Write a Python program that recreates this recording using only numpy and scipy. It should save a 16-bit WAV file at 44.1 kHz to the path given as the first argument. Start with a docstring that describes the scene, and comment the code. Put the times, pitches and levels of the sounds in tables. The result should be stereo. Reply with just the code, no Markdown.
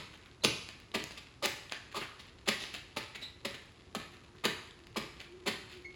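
"""A live tiled room, heard through two closely spaced microphone ports. A many-tailed leather flogger
swings in figures of eight onto a padded stool, twice a second. Each stroke is a shower of tails with a
thud of the cushion, and single tips snap. Between strokes the tails flop together, and now and then the
handle's metal link clinks close to the microphone. A low rumble lies behind, with a faint hum late on."""
import sys
import numpy as np
from scipy import signal
from scipy.fft import rfft, irfft, next_fast_len
from scipy.io import wavfile
from scipy.ndimage import map_coordinates

SR = 44100
rng = np.random.default_rng(int(sys.argv[2]) if len(sys.argv) > 2 else 0)


def store_wav(level_fs):
    """Save 16-bit WAV to argv[1]."""
    pcm = np.round(np.clip(np.atleast_2d(level_fs), -1, 1) * 32767)
    wavfile.write(sys.argv[1], SR, pcm.T.astype(np.int16))


N = 262395
SPAN = 8192  # samples in one short sound, and in a track's run-up before time zero

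# strokes on the seat: thickest_landing_s, lead_in_s, slap_db, pitch_factor, weight_db, air_pop_db
SEAT_STROKES = [(-.06, .014, -33, 1.02, -36.5, -40), (.448, .013, -22.5, 1.3, -26.5, -39),
                (.951, 0.011, -30, 1.05, -32.5, -40), (1.452, .028, -28, 1.11, -36, -36.5),
                (1.973, 0.03, -36, 1.02, -42, -51), (2.487, .013, -25.5, 1.04, -31, -37),
                (2.974, 0.012, -34.5, 1.04, -43.5, -45), (3.453, 0.0054, -31.5, 1.08, -40, -44),
                (3.951, .002, -34.5, 0.96, -36, -28.5), (4.456, .018, -26.5, .92, -30.5, -35),
                (4.973, .013, -32, 1.03, -34, -30), (5.481, .021, -28.5, 0.99, -35, -48)]
# single tips cracking or tapping: start_s, level_db, sizzle_db
TIP_SNAPS = [(0.4481, -8.5, -24.5), (.689, -30, -42), (.801, -41.5, -49), (.917, -38, -60),
             (0.9486, -18.5, -48), (1.04, -30, -28), (1.109, -32.5, -52), (1.177, -44, -47),
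             (1.458, -16.5, -15.5), (1.697, -34, -54), (1.722, -20, -52), (2.195, -42, -54),
             (2.4879, -12.5, -20.5), (2.6393, -27, -54), (2.742, -30, -35), (2.9704, -20.5, -43),
             (3.456, -24.5, -34), (3.9498, -30.5, -29.5), (4.4536, -16.5, -21), (4.7092, -38, -65),
             (4.87, -39, -50), (5.2037, -32.5, -64)]
# loose tails flopping together: peak_s, fall_s, level_db, pitch_factor
TAIL_FLOPS = [(0.145, 0.098, -52.5, 0.78), (0.264, 0.077, -56, 0.74), (.695, .07, -48, 0.95),
              (1.118, .06, -47.5, 1.2), (1.181, 0.057, -42.5, 1.07), (1.727, 0.086, -39.5, 0.82),
              (1.925, 0.066, -49, 0.9), (2.022, .11, -40, 0.65), (2.203, 0.077, -48, 1.13),
              (2.469, 0.059, -45.5, 0.9), (2.63, .2, -42, 1.24), (2.747, 0.091, -38.5, 0.96),
              (3.158, 0.067, -40.5, 0.9), (3.228, 0.087, -45, 1.07), (3.549, 0.055, -42.5, 0.87),
              (4.141, 0.054, -52.5, .84), (4.24, 0.032, -57, 0.96), (4.353, 0.041, -58, 0.55),
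              (5.21, 0.078, -45, 0.9), (5.725, 0.15, -49.5, 1)]
# clinks of the handle's link: start_s, pitch_hz, level_db, swell_s, t60_s, waver_fraction
LINK_CLINKS = [(0.42, 4050, -53.5, 0.0023, 0.14, .03), (3.22, 3910, -43, 0.0069, 0.24, 0.03),
               (5.845, 2182, -40.5, 0.0096, 0.16, 0.0083)]
# the link's partials: pitch_multiple, level_db
LINK_PARTIALS = [(1, 9), (.93, -2), (1.98, -10), (2.95, -17)]
# the padded seat as a whole: pitch_hz, width_hz, level_db
CUSHION_MODES = [(98.4, 40, -31), (206.4, 44, 23)]
# the seat's taut cover: pitch_hz, width_hz, level_db
COVER_MODES = [(301, 17, -10), (391, 67, 4), (604, 130, -11.5)]
# air squeezed from under the tails: pitch_hz, width_hz, level_db
AIR_POCKET_MODES = [(570, 34, 0.5), (937, 133, -4), (1252, 93, -3)]
# one leather contact: frequency_hz, level_db
LEATHER_SPECTRUM = [(40, -35.5), (200, -2.5), (700, -4.5), (1400, -5.5), (1900, 3), (2600, 3.5), (3900, 1),
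                    (5000, -3), (6000, -16.5), (7500, -10), (10000, -21.5), (16000, -42)]
# the treble sizzle of a contact: frequency_hz, level_db
SIZZLE_SPECTRUM = [(500, -30), (4000, -12), (7000, 0), (8800, -5), (10500, -2), (12500, -6), (15000, -6),
                   (17000, -10)]
# colour of the echoes: frequency_hz, gain_db
WALL_COLOUR = [(60, 9), (110, 11.5), (200, -4), (400, -4), (800, -4.5), (1800, 1), (3000, -2), (5000, -2.5),
               (7500, -5), (16000, -7.5)]
# how long the room rings: frequency_hz, t60_s
ROOM_DECAY = [(100, 0.57), (400, 0.44), (1000, 0.72), (2500, 0.63), (5000, 0.66), (10000, 0.63),
              (16000, 0.35)]
# room tone: frequency_hz, level_db
RUMBLE_SPECTRUM = [(20, -36), (35, -7.5), (55, 1.5), (110, 1.5), (170, -6), (380, -6.5), (600, -16.5),
                   (1200, -13.5), (2800, -30.5), (5000, -24.5), (8000, -31), (11000, -35), (16000, -70)]
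# course of the faint hum: time_s, pitch_hz, level_db
HUM_COURSE = [(0, 365, -85), (5.22, 350, -63), (5.32, 358, -58.5), (5.45, 362, -55.5), (5.68, 368, -60),
              (5.78, 366, -55), (5.95, 352, -58)]
# likeness of scattered sound at the two ports: frequency_hz, coherence (0-1)
PORT_COHERENCE = [(100, .97), (450, .85), (1300, .1), (3000, .2), (5300, .2), (7000, .6), (8600, .97),
                  (10500, .85), (11600, .5), (12700, .97), (16000, .75)]
# the ports' phase mismatch: frequency_hz, left_lead_rad
PORT_PHASE = [(900, 0.37), (2200, 1.44), (3800, 0.46), (5600, 2), (7000, 0.62), (8600, 3), (10400, 7.5),
              (12700, 9), (14500, 8), (16000, 26)]
# balance of sound from the front: frequency_hz, left_minus_right_db
FRONT_BALANCE = [(100, -0.5), (900, -4), (1350, -1), (1800, -3.5), (2600, 7), (3600, 2.5), (5200, 10),
                 (6100, -9), (8000, -0.5), (16000, 0)]


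def strokes(whoosh_s=0.00486, sink_s=0.013, yield_s=0.00317, usual_slap_db=-28.5, usual_weight_db=-36.5):
    """The bundle pushes air ahead of it, slaps the cover, sinks into the padding and slides off."""
    track = np.zeros(N + SPAN)
    sizzle, pocket = minimum_phase(SIZZLE_SPECTRUM), resonant(AIR_POCKET_MODES)
    cover, cushion = resonant(COVER_MODES), resonant(CUSHION_MODES)
    for peak_s, lead_s, slap_db, pitch, weight_db, pop_db in SEAT_STROKES:
        touch_s = peak_s - lead_s
        fall_s = 0.049 + 0.76 * lead_s  # a spread-out bundle both arrives and settles more slowly
        sizzle_db = -38 + 0.8 * (slap_db - usual_slap_db)
        air_db = -36.5 + 0.34 * (weight_db - usual_weight_db)
        leather = minimum_phase(LEATHER_SPECTRUM, pitch)
        shape = landing(lead_s, fall_s, first_db=-12)
        whoosh = shower(landing(whoosh_s, fall_s, first_db=-3), pocket)
        add(track, touch_s - whoosh_s, amp(air_db - 13.5) * whoosh)
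        add(track, touch_s, amp(slap_db) * shower(shape, leather, per_s=5000, scatter_db=2.5))
        add(track, touch_s, amp(sizzle_db) * shower(shape, sizzle))
        # trapped air pops at the first contact and is squeezed out as the rest lands
        add(track, touch_s, amp(pop_db) * blow(pocket, energy_s=0.0014))
        add(track, touch_s, amp(air_db) * shower(landing(lead_s, 0.61 * fall_s, first_db=-5.5), pocket))
        # single tails drum on the cover, the whole bundle knocks it, then the padding gives way
        add(track, touch_s, amp(weight_db - 2) * shower(shape, cover))
        loaded_s = max(peak_s, touch_s + sink_s)
        add(track, loaded_s, amp(weight_db + 0.5) * blow(cover, energy_s=0.0022))
        add(track, loaded_s + yield_s, amp(weight_db - 2) * blow(cushion, energy_s=0.0055))
        slide = shower(landing(lead_s=0.052, fall_s=0.15, first_db=-13), leather, per_s=450, scatter_db=1)
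        add(track, peak_s, amp(-48) * slide)
    return track


def snaps(decay_s=0.00066):
    """Single tips crack or tap: a very short, dense burst of leather and sizzle."""
    track = np.zeros(N + SPAN)
    shape = np.exp(-np.arange(SPAN) / SR / decay_s)
    leather, sizzle = minimum_phase(LEATHER_SPECTRUM), minimum_phase(SIZZLE_SPECTRUM)
    for start_s, level_db, sizzle_db in TIP_SNAPS:
        add(track, start_s, amp(level_db) * shower(shape, leather, per_s=20000, scatter_db=4))
        add(track, start_s, amp(sizzle_db) * shower(shape, sizzle, per_s=20000, scatter_db=4))
    return track


def flops(lead_share=0.18):
    """Loose tails fall against each other in a soft, thin shower."""
    track, sizzle = np.zeros(N + SPAN), minimum_phase(SIZZLE_SPECTRUM)
    for peak_s, fall_s, level_db, pitch in TAIL_FLOPS:
        lead_s = lead_share * fall_s
        shape = landing(lead_s, fall_s, first_db=-7)
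        leather = minimum_phase(LEATHER_SPECTRUM, pitch)
        add(track, peak_s - lead_s, amp(level_db) * shower(shape, leather, per_s=1200))
        add(track, peak_s - lead_s, amp(level_db - 14) * shower(shape, sizzle, per_s=700))
    return track


def strays(count=3, first_s=0.16, last_s=0.36, decay_s=0.0017):
    """After each stroke a few stray tails tap each other as the bundle swings round."""
    track = np.zeros(N + SPAN)
    shape = np.exp(-np.arange(SPAN) / SR / decay_s)
    leather, sizzle = minimum_phase(LEATHER_SPECTRUM), minimum_phase(SIZZLE_SPECTRUM)
    for peak_s, *_ in SEAT_STROKES:
        for when, size, brightness in rng.random((count, 3)):
            tap = amp(-55 + 6 * size) * shower(shape, leather)
            tick = amp(-64.5 + 6 * brightness) * shower(shape, sizzle)
            add(track, peak_s + first_s + when * (last_s - first_s), tap + tick)
    return track


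def rustle(per_s=170, level_db=-66, patchy_db=5):
    """The swinging tails brush faintly against each other, in clumps."""
    size = N + SPAN
    ticks = (rng.random(size) < per_s / SR) * (2 * rng.random(size) - 1)
    clumps = amp(patchy_db * np.tanh(wobble(22, size)))
    contact = irfft(minimum_phase(LEATHER_SPECTRUM))
    return amp(level_db) * unit(signal.fftconvolve(ticks * clumps, contact)[:size])


def link():
    """The handle's metal link rubs and rings with an unsteady pitch."""
    track, t = np.zeros(N + SPAN), np.arange(SR // 2) / SR
    for start_s, pitch_hz, level_db, swell_s, t60_s, waver in LINK_CLINKS:
        phase = 2 * np.pi * np.cumsum(pitch_hz * (1 + waver * wobble(400, len(t)))) / SR
        ring = sum(amp(db) * np.sin(multiple * phase) for multiple, db in LINK_PARTIALS)
        envelope = amp(-60 * t / t60_s) * (1 - np.exp(-t / swell_s))
        add(track, start_s, amp(level_db) * ring * envelope)
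    return track


def echoes(near_t60_s=0.12, early_t60_s=0.17, wall_s=0.02):
    """Hearth tiles answer at once, the walls a little later, then the whole room rings."""
    hz, frame_s, noise = signal.stft(rng.standard_normal((2, SR)), SR, nperseg=256)
    decay = amp(-60 * frame_s / along(ROOM_DECAY, hz)[:, None])
    late = signal.istft(noise * decay, SR, nperseg=256)[1][:, :SR]
    t = np.arange(SR) / SR
    arrival = 1 / (1 + np.exp((wall_s - t) / 0.0061))
    near = rng.standard_normal((2, SR)) * amp(-60 * t / near_t60_s) * (t > .001)
    early = rng.standard_normal((2, SR)) * amp(-60 * t / early_t60_s)
    answer = amp(-7) * unit(near) + amp(-7) * unit(early * arrival) + amp(-4) * unit(late * arrival)
    return at_ports(filtered(answer, lambda f: amp(along(WALL_COLOUR, f)))) / np.sqrt(SR)


def room(x, spots=4, low_cut_hz=110):
    """Tails land all over the seat, and each spot wakes its own set of echoes; deep bass dies at once."""
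    shares = np.exp([wobble(90, len(x)) for _ in range(spots)]) ** 2
    shares /= np.linalg.norm(shares, axis=0)
    wet = sum(signal.fftconvolve((x * share)[None], echoes(), axes=1)[:, :len(x)] for share in shares)
    return filtered(wet, lambda hz: hz ** 2 / np.hypot(hz ** 2, low_cut_hz ** 2))


def rumble(level_db=-58):
    """Low room tone reaches the microphone from all round."""
    noise = at_ports(rng.standard_normal((2, N)))
    return amp(level_db) * unit(filtered(noise, lambda hz: amp(along(RUMBLE_SPECTRUM, hz))))


def hum(pitch_waver=0.03, waver_db=3):
    """A faint wavering tone comes up near the end, dead centre."""
    time_s, pitch_hz, level_db = np.transpose(HUM_COURSE)
    t = np.arange(N) / SR
    wavering_hz = np.interp(t, time_s, pitch_hz) * (1 + pitch_waver * wobble(50, N))
    gain = amp(np.interp(t, time_s, level_db) + waver_db * wobble(23, N))
    return gain * np.sin(2 * np.pi * np.cumsum(wavering_hz) / SR)


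def at_ports(pair):
    """Two unrelated signals become as alike as scattered sound at two closely spaced ports."""
    def mid_side_gains(hz):
        angle = np.arccos(along(PORT_COHERENCE, hz)) / 2
        return np.array([np.cos(angle), np.sin(angle)])
    mid, side = filtered(pair, mid_side_gains)
    return np.array([mid + side, mid - side])


def from_front(x, bias):
    """Sound from the front favours one port or the other by band; bias scales the imbalance."""
    return filtered(x, lambda hz: amp(np.outer([.5, -.5], bias * along(FRONT_BALANCE, hz))))


def landing(lead_s, fall_s, first_db):
    """Envelope of tails landing: it swells from first_db, then drops 40 dB in the fall time."""
    t = np.arange(SPAN) / SR
    level_db = np.where(t < lead_s, first_db * (1 - t / lead_s), -40 * (t - lead_s) / fall_s)
    return amp(level_db) * np.minimum(1, t / .002)


def shower(shape, body, per_s=4500, scatter_db=3):
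    """Contacts of random size excite a body, with the energy that the shape gives."""
    hits = rng.random(SPAN) < per_s / SR
    sizes = amp(scatter_db * np.clip(rng.standard_normal(SPAN), -2, 2))
    contacts = hits * sizes * np.sign(rng.standard_normal(SPAN))
    return unit(irfft(rfft(contacts * shape) * body)) * np.sqrt(np.mean(shape ** 2))


def blow(body, energy_s):
    """One push rings a body, with the energy of an rms-1 sound lasting energy_s."""
    return unit(irfft(body)) * np.sqrt(energy_s * SR / SPAN)


def resonant(modes):
    """Response of a few damped resonances of alternating sign."""
    f = np.fft.rfftfreq(SPAN, 1 / SR)
    return sum((-1) ** k * amp(db) * 1j * f * width / (hz * hz - f * f + 1j * f * width)
               for k, (hz, width, db) in enumerate(modes))


def minimum_phase(spectrum, pitch=1):
    """Causal response with the given spectrum, shifted by a pitch factor."""
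    hz = np.fft.rfftfreq(SPAN, 1 / SR)
    cepstrum = irfft(np.log(amp(along(spectrum, hz / pitch))))
    fold = np.r_[1, np.full(SPAN // 2 - 1, 2), np.zeros(SPAN // 2)]
    return np.exp(rfft(cepstrum * fold))


def filtered(x, response):
    """Pass x through a complex response of frequency."""
    size = x.shape[-1]
    padded = next_fast_len(size + SPAN)
    return irfft(rfft(x, padded) * response(np.fft.rfftfreq(padded, 1 / SR)), padded)[..., :size]


def along(points, hz):
    """Read (frequency_hz, value) points on a log axis."""
    point_hz, values = np.transpose(points)
    return np.interp(np.log(hz + 1), np.log(point_hz + 1), values)


def wobble(per_s, size):
    """A smooth random curve with per_s knots a second."""
    knots = rng.standard_normal(int(size * per_s / SR) + 4)
    return map_coordinates(knots, [np.arange(size) * per_s / SR])


def add(track, start_s, sound):
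    """Mix a sound in; the track begins SPAN samples before time zero."""
    part = track[max(0, round(start_s * SR) + SPAN):][:len(sound)]
    part += sound[:len(part)]


def amp(db):
    """Decibels to gain."""
    return 10 ** (np.asarray(db) / 20)


def unit(x):
    """Scale to rms 1."""
    return x / np.sqrt(np.mean(x ** 2) + 1e-20)


def scene():
    """The flogger in front of the microphone, its echoes more evenly spread, room tone behind."""
    leather = strokes() + snaps() + flops() + strays() + rustle()
    handle = link()
    wet = room(leather + amp(-7) * handle)  # the handle is close to the microphone, so it sounds drier
    heard = amp(-1) * (from_front(leather + handle, bias=1) + from_front(wet, bias=0.45))
    return heard[:, SPAN:] + rumble() + hum()


def record(dry):
    """The two ports differ in phase, the highest peaks are rounded, and the extreme treble is cut."""
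    ceiling, top_hz, edge_hz = 0.6, 16150, 700
    pair = filtered(dry, lambda hz: np.exp(1j * np.outer([.5, -.5], along(PORT_PHASE, hz))))
    rounded = pair / (1 + (pair / ceiling) ** 4) ** .25
    return filtered(rounded, lambda hz: np.clip((top_hz - hz) / edge_hz + .5, 0, 1))


dry = scene()
out = record(dry)
store_wav(out)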